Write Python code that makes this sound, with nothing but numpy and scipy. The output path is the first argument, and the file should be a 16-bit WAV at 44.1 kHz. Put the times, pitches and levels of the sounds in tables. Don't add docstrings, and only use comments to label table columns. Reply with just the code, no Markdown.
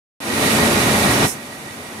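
import sys
import numpy as np
from scipy import signal
from scipy.fft import rfft, irfft
from scipy.io import wavfile

SR = 44100
rng = np.random.default_rng(int(sys.argv[2]) if len(sys.argv) > 2 else 0)


def persist_wave(psi):
    counts = np.round(np.clip(psi, -1, 1) * 32767).astype(np.int16)
    wavfile.write(sys.argv[1], SR, np.atleast_2d(counts).T)


N = 88200

# frequency in Hz, left-right correlation.
HALL_CORRELATION = [(30, 1), (80, 1), (290, 0.89), (640, 0.64), (1150, 0.044), (2000, -0.25), (4000, 0.11)]
# frequency in Hz, relative spectral level in dB.
RUMBLE_SPECTRUM = [(20, -42), (35, -21), (58, -12.5), (92, -5.5), (140, -1.5), (170, -6.5), (215, -0.5),
                   (315, -6.5), (400, -7), (480, -7.5), (750, -8), (1100, -10), (1700, -13.5), (2400, -18),
                   (3000, -26.5), (6000, -43)]
# frequency in Hz, relative spectral level in dB.
HISS_SPECTRUM = [(500, -28), (1500, -7.5), (1900, -1), (2050, 2), (2380, 2), (2700, -0.5), (3400, -2.5),
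                 (3780, 1), (4300, -4), (4630, -3), (5000, -6), (5600, -3), (7400, -5.5), (9800, -3),
                 (11300, -6), (12600, -9.5), (14200, -15), (15500, -16.5)]
# frequency in Hz, left minus right in dB.
HISS_BALANCE = [(1500, 1.5), (2400, -4), (3600, -7.5), (4500, -5), (5200, -9), (6400, -3), (7800, -10),
                (9800, -13), (11000, -9.5), (15000, -12)]
# frequency in Hz, relative level in dB, left minus right in dB.
GEAR_TONES = [(92, -37, 1), (210, -31, 1), (231, -30, 0), (256, -34, 1), (280, -32, 0), (344, -32, 0),
              (424, -33, 0), (580, -36, 2), (754, -39, 1), (918, -40, 1), (1182, -38, -3), (1258, -37, 5),
              (1436, -40, 0), (1828, -39, 2), (1945, -40, -6), (2155, -39, 0), (2335, -41, -6),
              (2694, -42, -11), (2874, -44, -8), (3036, -43, -8), (3655, -41, -8), (4607, -44, -13),
              (5498, -43, -16)]
# centre in Hz, half-width in Hz, relative level in dB.
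RASP_RESONANCES = [(1910, 70, -31), (2320, 150, -36.5), (2460, 74, -36), (4597, 82, -39.5)]
# time in seconds, gain in dB.
BODY_DROP_CURVE = [(1.255, 0.5), (1.275, -9), (1.32, -15), (1.40, -17), (1.5, -17.5), (2.0, -17)]
# time in seconds, gain in dB.
TREBLE_DROP_CURVE = [(1.29, -0.5), (1.32, -3.5), (1.35, -13), (1.385, -17.5), (2.0, -17.5)]

SHAFT_HZ, THROB_PEAK_S = 6.6, 0.478
BIN_HZ = np.maximum(np.arange(N // 2 + 1) * SR / N, 1)
OPPOSED = np.array([[1], [-1]])


def undb(db):
    return 10 ** (np.asarray(db) / 20)


def at_rms(x, db):
    return x * undb(db) / np.sqrt(np.mean(x ** 2))


def log_curve(points, hz=BIN_HZ):
    points_hz, values = np.array(points).T
    return np.interp(np.log(hz), np.log(points_hz), values)


def pan(balance_db):
    gains = undb(OPPOSED * balance_db / 2)
    return gains / np.sqrt(np.mean(gains ** 2, axis=0))


def wander(rate_hz):
    spectrum = rfft(rng.standard_normal(N)) * np.exp(-(BIN_HZ / rate_hz) ** 2)
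    return at_rms(irfft(spectrum, N), 0)


def hall_noise():
    mid, side = rfft(rng.standard_normal((2, N)))
    correlation = log_curve(HALL_CORRELATION)
    return mid * np.sqrt(1 + correlation) + OPPOSED * side * np.sqrt(1 - correlation)


def drive_rumble(shaft_rad):
    noise = irfft(hall_noise() * undb(log_curve(RUMBLE_SPECTRUM)), N)
    flutter_db = 0.85 * wander(40)
    throb_db = 0.3 * np.cos(shaft_rad + 1.17)
    return at_rms(noise * undb(flutter_db + throb_db), db=-18) * pan(0.64)


def guard_response(t, t60_s=0.094, ring_db=-8.5):
    ring = rng.standard_normal((2, N)) * np.exp(-np.log(1000) * t / t60_s)
    ring /= np.sqrt(np.sum(ring ** 2, axis=1, keepdims=True))
    return 1 + undb(ring_db) * rfft(ring)


def work_hiss(t):
    spectrum = hall_noise() * undb(log_curve(HISS_SPECTRUM)) * guard_response(t)
    noise = irfft(spectrum * pan(log_curve(HISS_BALANCE)), N)
    flutter_db = 0.5 * wander(25)
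    return at_rms(noise * undb(flutter_db), db=-20.5)


def gear_tones(t, speed_spread=0.00078, trim_db=-0.5):
    run_s = t + speed_spread * np.cumsum(wander(5.8)) / SR
    out = 0
    for hz, db, balance_db in GEAR_TONES:
        start_rad, lead_side = rng.uniform(-np.pi, np.pi, 2)
        stereo_rad = np.sign(lead_side) * (1 - log_curve(HALL_CORRELATION, hz)) * OPPOSED * np.pi / 4
        jitter_rad = 0.52 * wander(15)
        tone = np.sin(2 * np.pi * hz * run_s + start_rad + stereo_rad + jitter_rad)
        flutter_db = 2.5 * wander(7.7)
        out += at_rms(tone * undb(flutter_db), db + trim_db) * pan(balance_db)
    return out


def gear_whine(shaft_rad, centre_hz=1898, swing_hz=7.9, jitter_hz=22, throb_db=8):
    hz = centre_hz + swing_hz * np.sin(shaft_rad) + jitter_hz * wander(70)
    stereo_rad = np.array([[0], [1.1]])
    tone = np.sin(2 * np.pi * np.cumsum(hz) / SR + stereo_rad)
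    roughness = 1 + 0.3 * wander(90)
    throb = undb(throb_db * np.cos(shaft_rad))
    return at_rms(tone * roughness * throb, db=-33) * pan(-5)


def metal_rasp(shaft_rad, throb_db=2):
    throb = undb(throb_db * np.cos(shaft_rad))
    out = 0
    for hz, half_width_hz, db in RASP_RESONANCES:
        resonance = 1 / (1 + ((BIN_HZ - hz) / half_width_hz) ** 2) ** 2
        band = irfft(hall_noise() * resonance, N)
        out += at_rms(band * throb, db)
    return out * pan(-8)


def swell_and_drop(x, t, start_s=0.203, start_db=-15, swell_s=0.32, bass_swell_s=0.37):
    deep_hz, bass_hz, treble_hz = 150, 214, 5040
    middle_hz, middle_half_width_hz = 1740, 590
    bass_start_gain, deep_shift_db, middle_shift_db = 0.19, -4.5, 1
    spectrum = rfft(x)
    deep, bass = (irfft(spectrum / (1 + (BIN_HZ / hz) ** 4), N) for hz in (deep_hz, bass_hz))
    middle = irfft(spectrum / (1 + ((BIN_HZ - middle_hz) / middle_half_width_hz) ** 6), N)
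    treble = irfft(spectrum * np.clip((BIN_HZ - treble_hz) / 500 + 0.5, 0, 1), N)

    age_s = t - start_s
    swell = (age_s > 0) * np.clip(undb(start_db) + age_s / swell_s, 0, 1)
    bass_cut = (1 - bass_start_gain) * (1 - np.clip(age_s / bass_swell_s, 0, 1))
    body_gain = undb(np.interp(t, *np.array(BODY_DROP_CURVE).T))
    treble_gain = undb(np.interp(t, *np.array(TREBLE_DROP_CURVE).T))
    thinning = deep * (undb(deep_shift_db) - 1) + middle * (undb(middle_shift_db) - 1)
    body = x - treble - bass * bass_cut
    body += thinning * np.clip(1 - body_gain, 0, 1)
    return swell * (body * body_gain + treble * treble_gain)


def scene():
    t = np.arange(N) / SR
    shaft_rad = 2 * np.pi * SHAFT_HZ * (t - THROB_PEAK_S)
    lathe = drive_rumble(shaft_rad) + work_hiss(t) + gear_tones(t)
    lathe += gear_whine(shaft_rad) + metal_rasp(shaft_rad)
    return swell_and_drop(lathe, t)


def record(dry):
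    cutoff_hz = 15550
    return signal.sosfilt(signal.ellip(12, 0.1, 90, cutoff_hz, fs=SR, output="sos"), dry)


dry = scene()
out = record(dry)
persist_wave(out)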